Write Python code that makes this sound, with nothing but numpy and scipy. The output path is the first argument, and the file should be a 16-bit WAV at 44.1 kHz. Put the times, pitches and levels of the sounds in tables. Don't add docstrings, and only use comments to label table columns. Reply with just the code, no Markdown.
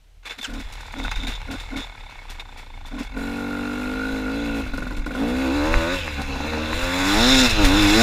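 import sys
import numpy as np
from scipy import signal
from scipy.fft import rfft, irfft, next_fast_len
from scipy.io import wavfile
from scipy.ndimage import uniform_filter1d

SR = 44100
rng = np.random.default_rng(int(sys.argv[2]) if len(sys.argv) > 2 else 0)


def magnitude_from_level(level_db):
    exponent = np.asarray(level_db, float) / 20
    return 10 ** exponent


def generate_wav(sig):
    pcm = np.round(np.clip(np.atleast_2d(sig).T, -1, 1) * 32767).astype(np.int16)
    wavfile.write(sys.argv[1], SR, pcm)


N = 353682
TIME_S = np.arange(N) / SR

# pitch in Hz, width in Hz, level in dB.
PIPE_MODES = [(236, 82, -9.5), (294, 18.6, 0.5), (528, 76, -5.5), (773, 39, -16), (1032, 60, -9.5)]
# pitch in Hz, width in Hz, level in dB.
SILENCER_MODES = [(1490, 63, 15.2), (1413, 52, 15.8), (2790, 26, 1)]
# pitch in Hz, width in Hz, level in dB.
COVER_MODES = [(470, 35, -5), (860, 160, -2.5), (1490, 82, -3.5), (2200, 48, 5.5), (3600, 79, 4),
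               (7200, 120, -31)]
# pitch in Hz, width in Hz, level in dB.
CASING_MODES = [(1570, 560, -5.5), (2300, 340, -4), (2650, 142, 3), (3580, 167, 0), (3996, 127, -1.5),
                (4640, 53, -10), (4930, 36, -7.5), (6570, 620, -16.5)]
# frequency in Hz, level in dB per Hz.
HISS_SPECTRUM = [(150, 26), (400, 20), (1100, 5.5), (2600, 1.5), (3100, -5.5), (3700, -4.5), (6000, -13),
                 (9000, -19.5), (15500, -28.5)]
# time in seconds, level in dB, lean to its upper resonance in dB.
SILENCER_SINGING = [(3.1, 6, 0), (3.35, 5.5, -1), (3.5, 9, -12), (3.8, 7.5, -12), (4.05, 12.5, 0),
                    (4.15, 2, 2), (4.25, 7, -5), (4.45, 1, 1), (4.6, 4.5, -3), (5.1, -2, -1),
                    (5.6, -2.5, 3), (5.9, 4, 13), (6.5, 5, -2), (7.0, 2, 4), (7.4, -2.5, -4), (8.0, -3, 3)]
# time in seconds, peak level in dB.
LONE_FIRINGS = [(4.6264, -44), (4.664, -28), (4.735, -24.5), (4.779, -23), (4.8212, -24.5), (4.8666, -26),
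                (4.9085, -26.5), (4.9683, -33), (5.0627, -24), (5.1067, -27), (5.149, -22.5)]

MID_SPEED, MID_THROTTLE_DB = 50, -28
CATCH_S, CATCH_RISE_S = 0.46, 0.33
PULL_AWAY_S = 3.08


def in_time(rows):
    s, *columns = np.transpose(rows)
    return [np.interp(TIME_S, s, column) for column in columns]


def ramp(from_s, rise_s):
    return np.clip((TIME_S - from_s) / rise_s, 0, 1)


def grains(spread_db, length):
    return magnitude_from_level(spread_db * rng.standard_normal(N // length + 1).repeat(length)[:N])


def wavering(per_s):
    count = 10 * per_s
    return np.interp(TIME_S, np.arange(count) / per_s, rng.standard_normal(count))


def evened(x, over_s):
    width = int(over_s * SR)
    power = uniform_filter1d(uniform_filter1d(x ** 2, width), width)
    return x / np.sqrt(power + 1e-12)


def cut(x, hz, kind, order=2):
    return signal.sosfilt(signal.butter(order, hz, kind, fs=SR, output="sos"), x)


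def resonate(x, modes):
    out = 0
    for k, (hz, width_hz, db) in enumerate(modes):
        r = np.exp(-np.pi * width_hz / SR)
        a = [1, -2 * r * np.cos(2 * np.pi * hz / SR), r * r]
        ringing = signal.lfilter([1 - r * r, 0, r * r - 1], a, x + 1e-18)
        out = out + (-1) ** k * magnitude_from_level(db) * ringing
    return out


def patchy(x, modes):
    gains = magnitude_from_level(2.5 * rng.standard_normal((len(modes), 100)))
    out = 0
    for k, mode in enumerate(modes):
        gain = np.interp(TIME_S * 12, np.arange(100), gains[k])
        out = out + (-1) ** k * gain * resonate(x, [mode])
    return out


def coloured(spectrum):
    hz, db = np.transpose(spectrum)
    size = next_fast_len(N, real=True)
    bins = np.log(np.arange(1, size // 2 + 2) * SR / size)
    gain = magnitude_from_level(np.interp(bins, np.log(hz), db))
    x = irfft(rfft(rng.standard_normal(size)) * gain, size)[:N]
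    return x / x.std()


def struck(rows):
    clicks = np.zeros(N)
    clicks[[round(s * SR) for s, db in rows]] = magnitude_from_level(np.array(rows)[:, 1])
    return clicks


def firings(turns, jitter_s, uneven_db):
    at = np.flatnonzero(np.diff(np.floor(turns)))
    chance = rng.standard_normal((len(at), 2))
    moved = np.clip(at + (jitter_s * SR * chance[:, 0]).astype(int), 0, N - 1)
    clicks = np.zeros(N)
    clicks[moved] = magnitude_from_level(uneven_db * chance[:, 1])
    return clicks


def stillness():
    # frequency in Hz, level in dB per Hz.
    still_spectrum = [(300, 3), (700, 4), (893, 2), (1110, -1), (1900, -1), (2160, 2), (3500, -0.5),
                      (5590, -5), (15000, -16)]
    return magnitude_from_level(-65) * cut(coloured(still_spectrum), 250, "high")


def crank():
    # time in seconds, speed in turns per second.
    speed_curve = [(1.85, 38.5), (2.25, 30), (2.85, 27), (3.0, 39.8), (3.28, 47.2), (3.71, 48.7),
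                   (4.45, 57.3), (4.8, 42.6), (5.1, 41.5), (5.27, 59.4), (5.95, 92.5), (6.15, 70.3),
                   (6.34, 67), (7.05, 94), (7.32, 133), (7.43, 127.5), (7.67, 91.1), (8.01, 115.9)]
    # time in seconds, change in turns per second, length in seconds.
    snatches = [(4.25, -3.9, .26), (4.6, 3.8, .34), (5.17, 2.2, .16), (5.495, -6.2, .14), (5.62, -4, .11),
                (5.84, -6, .18), (6.02, 2.5, .12), (6.24, 2.2, .18), (6.5, 5.8, .18), (6.7, -2.2, .2),
                (6.83, 2.4, .14), (7.15, -5.6, .18), (7.5, -2.5, .14), (7.62, 3.2, .1), (7.79, 6, .16),
                (7.89, -6.7, .22)]
    per_s, = in_time(speed_curve)
    for s, change, lasting_s in snatches:
        i, half = round(s * SR), round(lasting_s * SR / 2)
        per_s[i - half:i + half + 1] += change * np.bartlett(2 * half + 1)[:N - i + half]
    return per_s


def shaking(turns, per_s):
    # time in seconds, level in dB.
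    shake_level = [(0, -50), (.46, -49), (.5, -33.5), (.94, -39), (1.03, -29), (1.92, -40), (2.68, -40.5),
                   (3.19, -33), (3.4, -42), (4.15, -35.5), (5.0, -30.5), (5.16, -35.5), (5.78, -26),
                   (5.9, -35.5), (6.1, -32), (6.99, -33.5), (7.24, -24.5), (8.02, -23)]
    # pitch in Hz, width in Hz, level in dB.
    mount_modes = [(26.4, 14.2, -1.5), (43.6, 11.2, -8), (69.2, 16, -9.5)]
    db, = in_time(shake_level)
    crank_share = np.clip(0.61 * np.clip(1.9 - per_s / 60, .05, 1), 0, 1)
    rumble = cut(resonate(rng.standard_normal(N), mount_modes), 128, "low")
    vibration = np.sqrt(2 * crank_share) * np.sin(2 * np.pi * turns)
    return magnitude_from_level(db) * (vibration + np.sqrt(1 - crank_share) * rumble / rumble.std())


def metal_rattle():
    body = resonate(rng.standard_normal(N), COVER_MODES + CASING_MODES)
    bright = cut(coloured(HISS_SPECTRUM), 1600, "high")
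    return (body / body.std() + 3.6 * bright) * grains(2.5, 100)


def knocks(rattle):
    # time in seconds, peak level in dB, fall by 60 dB in seconds.
    starter_teeth = [
        (0.256, -31, 0.23),
        (0.275, -33, 0.036),
        (0.296, -25, 0.066),
        (0.308, -23, 0.083),
        (0.387, -30, 0.041),
        (0.412, -22, 0.022),
        (0.43, -22.5, 0.025),
    ]
    # time in seconds, peak level in dB, pitch in Hz, fall by 60 dB in seconds, ringing part in dB.
    knock_events = [(0.229, -39, 2200, 0.42, -18), (0.448, -23, 1566, 0.079, -4),
                    (0.517, -37, 1450, 0.045, -3), (0.598, -24.5, 2200, 0.12, -16),
                    (0.989, -27, 3600, 0.089, -7), (0.999, -24, 2150, 0.049, -8),
                    (1.039, -30, 3600, .06, 2), (1.049, -20.5, 1445, 0.15, -1.5),
                    (1.114, -13, 2140, 0.084, -13), (1.118, -29, 860, 0.036, 0),
                    (1.159, -24.5, 2275, 0.39, -17), (1.234, -27.5, 2180, 0.062, -2),
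                    (1.269, -25.5, 3730, 0.13, 1), (1.319, -31.5, 2720, 0.19, -3),
                    (1.415, -21, 875, 0.036, -16), (1.503, -34, 3600, 0.1, -3),
                    (1.549, -34, 1490, 0.082, 0), (1.599, -31, 3640, 0.071, -0.5),
                    (1.703, -30.5, 2130, 0.03, -1), (1.759, -24.5, 2200, 0.1, -1),
                    (1.799, -34, 3450, 0.17, -8), (2.098, -32, 895, 0.45, -16),
                    (2.19, -32, 2200, 0.044, -4), (2.294, -31, 3430, 0.055, -5),
                    (2.396, -18.5, 3670, 0.048, -9.5), (2.57, -32, 2300, 0.095, -8),
                    (2.855, -30, 3550, 0.058, -7), (2.982, -27, 1050, 0.22, -10),
                    (3.169, -42, 1470, 0.09, -7), (6.221, -30, 1010, 0.27, -11),
                    (6.405, -22, 800, 0.05, -11), (6.408, -29, 474, .04, -5), (7.644, -5.5, 880, 0.13, -17),
                    (7.79, -9, 3520, 0.24, -6.5), (7.85, -12.5, 2520, 0.1, -6), (7.885, -17, 2200, .06, 0),
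                    (7.935, -6.5, 2510, 0.22, -10)]
    starter_hz, starter_tone_db, rise_s, tone_t60_s = 3550, -4.0, 0.0013, 0.06
    teeth = [(s, db, starter_hz, t60, starter_tone_db) for s, db, t60 in starter_teeth]
    out = np.zeros(N)
    for s, db, hz, t60, tone_db in teeth + knock_events:
        i = round(s * SR)
        t = np.arange(min(N - i, int(t60 * SR) + 1)) / SR
        tone = magnitude_from_level(tone_db) * np.sin(2 * np.pi * hz * t) * magnitude_from_level(-60 * t / tone_t60_s)
        burst = 0.18 * rattle[i:i + len(t)] * magnitude_from_level(-60 * t / t60)
        out[i:i + len(t)] += magnitude_from_level(db) * np.minimum(t / rise_s, 1) * (tone + burst)
    return out


def grinding(rattle):
    # start in seconds, end in seconds, level in dB.
    grinds = [
        (0.249, 0.282, -47),
        (.294, 0.331, -48),
        (0.377, 0.396, -47),
        (0.416, 0.47, -47),
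    ]
    gain = sum(magnitude_from_level(db) * (ramp(start, 0.0055) - ramp(end, .006)) for start, end, db in grinds)
    return gain * rattle


def puffs():
    # time in seconds, peak level in dB, decay time in seconds.
    gusts = [(.255, -39, 0.18), (.295, -43.5, 0.32), (0.382, -44, 0.11), (0.428, -45.5, 0.63),
             (.535, -51.5, 1.49), (.95, -65, 4.5), (1.265, -38, 0.3), (1.5, -44.5, 0.51),
             (1.762, -39, 0.31), (2.295, -50, 0.26), (2.394, -35, 0.073), (2.57, -49.5, 0.28),
             (2.856, -51, 0.16), (2.983, -44, 0.26), (3.16, -55, 1.1), (5.9, -60, 0.44), (6.722, -45, 1.3),
             (7.495, -18, 0.059), (7.644, -29, 0.062)]
    gain = np.zeros(N)
    for s, db, t60 in gusts:
        i = round(s * SR)
        t = np.arange(min(N - i, int(t60 * SR / 2) + 1)) / SR
        gain[i:i + len(t)] += np.minimum(t / 0.015, 1) * magnitude_from_level(db - 106 * (t / t60) ** 1.45)
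    return gain


def spits():
    # time in seconds, peak level in dB.
    spit_events = [(0.2558, -37), (0.2932, -42), (0.3845, -33.5), (0.415, -37), (0.428, -30),
                   (0.4978, -41.5), (0.5362, -36), (0.5965, -34), (0.7244, -34), (0.8076, -37),
                   (0.8644, -40), (0.9233, -39), (0.9857, -35), (1.0365, -33), (1.1109, -37), (1.158, -36),
                   (1.2321, -39), (1.27, -30), (1.4132, -50), (1.4716, -54), (1.511, -29), (1.5998, -33.5),
                   (1.7639, -31), (2.0956, -46), (2.3004, -32), (2.5735, -38), (2.8614, -36), (2.9906, -35),
                   (3.0294, -39), (3.1702, -44), (4.7331, -36), (4.775, -36), (4.965, -35.5), (5.0596, -37),
                   (5.1432, -36), (6.2163, -32), (7.65, -13.5)]
    t60_s, low_edge_hz = 0.15, 4460
    dying = signal.lfilter([1], [1, -magnitude_from_level(-60 / (t60_s * SR))], struck(spit_events) + 1e-18)
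    bright = cut(coloured(HISS_SPECTRUM), low_edge_hz, "high")
    return magnitude_from_level(-9) * dying * grains(3, 90) * bright / bright.std()


def blips():
    # start in seconds, end in seconds, level in dB.
    bursts = [
        (0.385, 0.402, -41),
        (0.483, 0.614, -37.5),
        (0.957, 1.075, -36.5),
        (1.19, 1.31, -38),
        (1.48, 1.557, -33.5),
        (1.717, 1.807, -33.5),
        (2.92, 3.031, -35),
        (6.158, 6.233, -41),
        (6.417, 6.42, -43),
        (6.59, 6.58, -41),
    ]
    gain, edge = np.zeros(N), int(.018 * SR)
    for start, end, db in bursts:
        gain += magnitude_from_level(db) * (TIME_S > start) * (TIME_S < end)
    return np.maximum(uniform_filter1d(uniform_filter1d(gain, edge), edge), 0)


def squeal():
    # start in seconds, end in seconds, first pitch in Hz, last pitch in Hz, level in dB.
    whistle = (.438, .464, 3450, 2600, -29)
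    # multiple of the pitch, level in dB.
    partials = [(0.499, -5), (1.001, -1.5), (1.7, -11), (2.1, -11), (2.5, -10)]
    start, end, from_hz, to_hz, db = whistle
    gone = np.clip((TIME_S - start) / (end - start), 0, 1)
    cycles = np.cumsum(from_hz + (to_hz - from_hz) * gone) / SR
    tone = sum(magnitude_from_level(part_db) * np.sin(2 * np.pi * k * cycles) for k, part_db in partials)
    return grains(3, 60) * magnitude_from_level(db) * np.sin(np.pi * gone) * tone


def levels(per_s):
    # time in seconds, level in dB.
    throttle = [(3.08, -66), (3.17, -30), (4.56, -27), (5.07, -25), (5.63, -22), (5.69, -24), (5.95, -27),
                (5.98, -37.5), (6.29, -41), (6.35, -35), (6.76, -30.5), (7.1, -21.5), (7.33, -17.5),
                (7.46, -18.5), (7.49, -32.5), (7.56, -30.5), (7.595, -19.5), (8.02, -16.5)]
    # start in seconds, end in seconds, change in dB.
    blares = [
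        (5.4, 5.93, -0.5),
        (6.1, 6.357, 0),
        (7.16, 7.464, 0.5),
        (7.522, 7.635, -5.5),
    ]
    idle_load_db, gas_builds_s = -8, 0.042
    octaves = np.log2(per_s / MID_SPEED)
    turning = ramp(CATCH_S, CATCH_RISE_S) ** 2
    stony = ramp(6.765, 0.43)
    throttle_db, = in_time(throttle)
    boom = magnitude_from_level(throttle_db) * turning + blips()
    sings_db = in_time(SILENCER_SINGING)[0]
    ring_db = -35.5 + 3.5 * octaves + 1.65 * wavering(20) + sings_db
    ring = magnitude_from_level(ring_db) * boom / magnitude_from_level(MID_THROTTLE_DB)
    load_db = np.where(TIME_S > PULL_AWAY_S, throttle_db - MID_THROTTLE_DB, idle_load_db)
    late_db = np.minimum(load_db, np.interp(TIME_S - gas_builds_s, TIME_S, load_db))
    clatter_db = -42.5 + 11.5 * octaves + 0.081 * load_db + 2.5 * stony
    gas_db = -47.5 + 9 * octaves + 0.33 * late_db + 8 * stony + 1.6 * wavering(30)
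    gas_db += sum(db * (ramp(a, .02) - ramp(b, .01)) for a, b, db in blares)
    return boom, ring, magnitude_from_level(clatter_db) * turning, magnitude_from_level(gas_db) * turning + puffs()


def skipping():
    # start in seconds, end in seconds.
    skipping_span = (4.615, 5.165)
    start, end = skipping_span
    lone_s = np.array(LONE_FIRINGS)[:, 0]
    since = TIME_S - lone_s[np.maximum(np.searchsorted(lone_s, TIME_S) - 1, 0)]
    dying = magnitude_from_level(-4.5 - 108 * abs(since))
    return np.where((TIME_S > start) & (TIME_S < end), dying, 1)


def unsteady(per_s):
    # start in seconds, end in seconds, noise between the lines from 0 to 1.
    spells = [
        (0, 3.22, .32),
        (4.62, 5.22, .35),
        (5.96, 6.78, .52),
    ]
    steady = .07
    noise = steady
    for start, end, share in spells:
        noise = noise + (share - steady) * (ramp(start - .05, .1) - ramp(end - .05, .1))
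    wander_db = .8 + 5 * noise + 2.5 * np.maximum(np.log2(per_s / MID_SPEED), 0)
    return noise, wander_db


def exhaust(turns, per_s):
    # frequency in Hz, level in dB.
    order_strength = [(60, -14), (150, -23.5), (180, -13), (200, -13), (250, 0), (292, -3), (350, -25),
                      (400, -19.5), (465, -11), (530, -18.5), (620, -23), (750, -20.5), (1000, -26),
                      (1200, -31), (1700, -33)]
    # time in seconds, pitch of the pipe relative to cool gas,
    # evenness of the upper orders up to 1, lift of the second resonance in dB, of the outer orders in dB.
    gas_heat = [(3.0, 1.01, -.3, -10, -4), (3.3, 0.99, 0, 1, 5), (4.5, 1.023, -.2, 1.5, -1.5),
                (5.0, 1.025, -0.45, -21, 6), (5.3, 1, .2, 5, -3.5), (5.55, 1.12, .3, -1.5, 2),
                (5.72, 1.1, .3, 14.5, 14.5), (5.95, 1.17, .3, 9.5, 11), (6.0, 1.1, .2, 15, 15),
                (6.2, 0.96, -.3, -2, 16), (6.5, 1.015, .4, 10, 11), (6.68, 1.06, .3, 5, 4),
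                (6.85, 1.123, .9, 14, 9), (7.1, 1.04, .5, -5.5, 7), (7.4, 1.045, 0.5, 2, -5),
                (7.7, 1.1, 0.5, 1.5, 1), (7.85, 1.17, .3, -20, -3), (8.0, 1.08, .6, -3, -14.5)]
    coarse = np.arange(0, N, 64)
    hot, even, second_db, lift_db = [column[::64] for column in in_time(gas_heat)]
    noise_share, wander_db = unsteady(per_s)
    hz, db = np.transpose(order_strength)
    order = np.arange(2, 26)[:, None]
    cold_hz = order * per_s[::64] / hot
    level_db = np.interp(np.log(cold_hz), np.log(hz), db)
    levelled_db = -14 - 3 * (cold_hz / 1000) ** 2
    level_db += (cold_hz > 330) * even * (levelled_db - level_db)
    level_db += lift_db * ((cold_hz < 170) + .6 * (cold_hz > 760))
    level_db += second_db * np.exp(-((cold_hz - 497) / 62) ** 2)
    level_db += -13.5 * (cold_hz < 215) * np.exp(-((coarse / SR - 5.58) / 0.16) ** 2)
    wander = uniform_filter1d(rng.standard_normal(level_db.shape), 50) * 7
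    wander = np.minimum(wander, 1) * np.minimum(order / 8, 1)
    gains = magnitude_from_level(level_db + wander_db[::64] * wander)
    gains = gains / np.sqrt(np.sum(gains ** 2, axis=0) / 2)
    wobble = np.interp(turns, np.arange(700), rng.standard_normal(700))
    phase = 2 * np.pi * (turns + .003 * np.maximum(per_s / 60, 1) * wobble)
    lags = .2 * order * rng.standard_normal(order.shape)
    lines = 0
    for k, gain, lag in zip(order, gains, lags):
        lines = lines + np.interp(np.arange(N), coarse, gain) * np.cos(k * phase + lag)
    blur = resonate(rng.standard_normal(N), PIPE_MODES)
    uneven = magnitude_from_level(9 * noise_share * np.roll(wobble, N // 2))
    return lines * uneven + noise_share * blur / blur.std()


def silencer(turns):
    late = np.roll(firings(turns, jitter_s=.00005, uneven_db=1.5), int(.003 * SR))
    puff = cut(late, 200, "low", order=1) * rng.standard_normal(N) * 2.5
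    soft = resonate(late, [(1430, 450, 0), (2620, 500, -2)])
    drive = soft + 0.25 * puff
    lean = magnitude_from_level(in_time(SILENCER_SINGING)[1])
    ring = lean * resonate(drive, SILENCER_MODES[:1]) - resonate(drive, SILENCER_MODES[1:]) / lean
    return magnitude_from_level(-8.5) * evened(ring, 0.13)


def casing_clatter(swell, per_s):
    grit = swell * rng.standard_normal(N) * grains(1.25, 64)
    drum_db = 7 - .25 * (per_s - 35) - 5 * ramp(PULL_AWAY_S, .1)
    drumming = magnitude_from_level(drum_db) * resonate(swell ** .5 * grit, COVER_MODES)
    clatter = cut(patchy(grit, CASING_MODES) + drumming, 7700, "low", order=6)
    return magnitude_from_level(1.0) * evened(clatter, 0.1)


def gas_hiss(swell, per_s):
    # pitch in Hz, width in Hz, level in dB.
    fin_modes = [(3430, 60, -6), (3687, 115, -5), (4017, 40, -9), (5030, 90, -13), (5340, 60, -16),
                 (6300, 500, -19), (7200, 350, -15)]
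    # pitch in Hz, width in Hz, level in dB.
    rasp_modes = [(5540, 1100, -3), (2930, 1200, -19)]
    octaves = np.log2(per_s / MID_SPEED)
    gas = cut(coloured(HISS_SPECTRUM), 1500, "high")
    gas = gas + 3.0 * magnitude_from_level(4.0 * octaves) * patchy(gas, fin_modes)
    gas = gas + magnitude_from_level(-22 + 23.5 * octaves) * resonate(gas, rasp_modes)
    crackle = grains(1.6, 150)
    return magnitude_from_level(4.5) * evened(crackle * swell ** 0.019 * gas, 0.016)


def engine(turns, per_s):
    boom_gain, ring_gain, clatter_gain, gas_gain = levels(per_s)
    firing = skipping()
    depth_db = np.clip(17 - .27 * per_s, 1, 20)
    swell = magnitude_from_level(depth_db * np.cos(2 * np.pi * turns))
    boom = exhaust(turns, per_s) * boom_gain
    ring = silencer(turns) * ring_gain
    clatter = casing_clatter(swell, per_s) * clatter_gain
    hiss = gas_hiss(swell, per_s) * gas_gain
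    intake = firing ** 0.24 * ramp(PULL_AWAY_S, 0.069) * magnitude_from_level(2.5) * cut(hiss, 7960, "high")
    flow = np.minimum(2 * firing, 1) ** 1.6
    return firing ** 1.6 * boom + firing * ring + firing ** 0.02 * clatter + flow * (hiss + intake)


def idling(turns):
    # pitch in Hz, width in Hz, level in dB.
    piston_modes = [(253, 70, -7), (800, 120, 0), (980, 140, 0)]
    clicks = firings(turns, jitter_s=.0003, uneven_db=1.2)
    slap = resonate(cut(clicks + 1e-18, 1500, "low"), piston_modes)
    idle = ramp(CATCH_S, CATCH_RISE_S) - ramp(PULL_AWAY_S, 0.15)
    return magnitude_from_level(-48.5) * idle * slap / slap.std()


def rattling():
    # start in seconds, end in seconds, level in dB.
    rattles = [
        (.5, 0.922, -55.5),
        (0.963, 1.133, -43),
        (1.143, 1.248, -40),
        (1.277, 1.36, -43),
        (1.51, 1.646, -48),
        (1.757, 1.84, -44),
        (7.2, 7.458, -36),
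        (7.757, 8.02, -30.5),
    ]
    # pitch in Hz, width in Hz, level in dB.
    chain_modes = [(3600, 110, 5), (3900, 160, -5.5), (5040, 170, -13), (7030, 250, -14)]
    hits_per_s = 900
    hits = (rng.random(N) < hits_per_s / SR) * rng.standard_normal(N) * magnitude_from_level(3 * rng.standard_normal(N))
    chain = patchy(hits, chain_modes)
    gain = sum(magnitude_from_level(db) * (ramp(a, .008) - ramp(b, .02)) for a, b, db in rattles)
    return gain * chain / chain.std()


def jolts():
    # time in seconds, peak level in dB, pitch in Hz, direction as a sign.
    jolt_events = [(.646, -27, 33, -1), (1.037, -24, 29.95, -1), (1.151, -20, 26, 1),
                   (1.172, -27, 28.2, -1), (1.268, -25, 28.2, -1), (1.075, -24, 70, 1), (1.5, -28, 65, 1),
                   (1.531, -28, 64.6, -1), (1.76, -27, 65, 1), (4.113, -26, 28, -1), (4.679, -24, 28, -1),
                   (4.722, -19, 32, -1), (4.874, -29, 28, -1), (4.97, -20, 30, 1), (4.984, -16.5, 30.4, -1),
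                   (5.698, -21, 28, -1), (5.745, -9.5, 27.6, 1), (6.728, -22, 33, -1), (6.762, -23, 32, -1),
                   (6.817, -17.5, 28, 1), (7.16, -17, 29.8, -1), (7.455, -19, 28, -1), (7.576, -15, 28, -1),
                   (7.626, -8, 33, -1), (7.643, -8, 32.4, 1), (7.912, -31, 30, -1), (7.966, -18, 30, -1)]
    out = np.zeros(N)
    for s, db, hz, way in jolt_events:
        near = np.arange(round(s * SR) - 1500, min(round(s * SR) + 3500, N))
        cycles = (near / SR - s) * hz - .6
        out[near] += way * magnitude_from_level(db) * np.cos(2 * np.pi * cycles) * np.exp(-(cycles / 0.35) ** 2)
    return out


def coughs():
    # time in seconds, peak level in dB.
    cough_events = [(.94, -32), (1.0, -30), (1.049, -28), (1.081, -34), (2.271, -54), (2.3, -39),
                    (2.471, -47), (2.505, -46), (2.546, -44), (2.579, -43), (2.752, -43), (2.786, -46),
                    (2.829, -47), (2.864, -42), (6.216, -24), (6.297, -29), (6.36, -23.5), (6.404, -19.5),
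                    (6.445, -23), (6.535, -25), (6.575, -22), (6.729, -26)]
    # pitch in Hz, width in Hz, level in dB.
    cough_modes = [(245, 35, 3.5), (504, 200, -10.5), (800, 250, -3.5)]
    return 46.0 * resonate(cut(struck(cough_events) + 1e-18, 1200, "low"), cough_modes)


def ticks():
    # time in seconds, peak level in dB.
    tick_events = [
        (0.94, -17),
        (1, -21),
        (1.081, -13),
        (5.741, 2),
        (6.079, -9.5),
        (6.731, -9),
        (7.653, -20),
    ]
    dull = cut(struck(tick_events) + 1e-18, 2600, "low", order=12)
    return 8.0 * cut(dull, 600, "high")


def lone_firings():
    clicks = struck(LONE_FIRINGS)
    dull = cut(clicks + 1e-18, 1900, "low", order=4)
    dying = signal.lfilter([1], [1, -magnitude_from_level(-60 / (.15 * SR))], clicks)
    gust = cut(dying, 55, "low", order=1) * coloured(HISS_SPECTRUM)
    return 55 * resonate(dull, PIPE_MODES) + magnitude_from_level(20.5) * resonate(dull, SILENCER_MODES) + 0.35 * gust


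def scene():
    per_s = crank()
    turns = np.cumsum(per_s) / SR
    rattle = metal_rattle()
    mono = stillness() + shaking(turns, per_s) + jolts()
    mono += knocks(rattle) + grinding(rattle) + spits() + squeal()
    mono += engine(turns, per_s) + idling(turns) + rattling()
    mono += coughs() + ticks() + lone_firings()
    return np.array([mono, mono])


def top_cut(x):
    return signal.sosfilt(signal.butter(12, 15300, fs=SR, output="sos"), x)


def record(dry):
    flutter = cut(rng.standard_normal(N), 100, "low")
    bright = dry[0] + 1.5 * cut(dry[0], 2500, "high", order=1)
    side = magnitude_from_level(-27.5) * bright * flutter / flutter.std()
    soft = 0.93 * np.tanh((dry + side * [[1], [-1]]) / 0.85)
    return top_cut(cut(soft, 15600, "low", order=16))


dry = scene()
out = record(dry)
generate_wav(out)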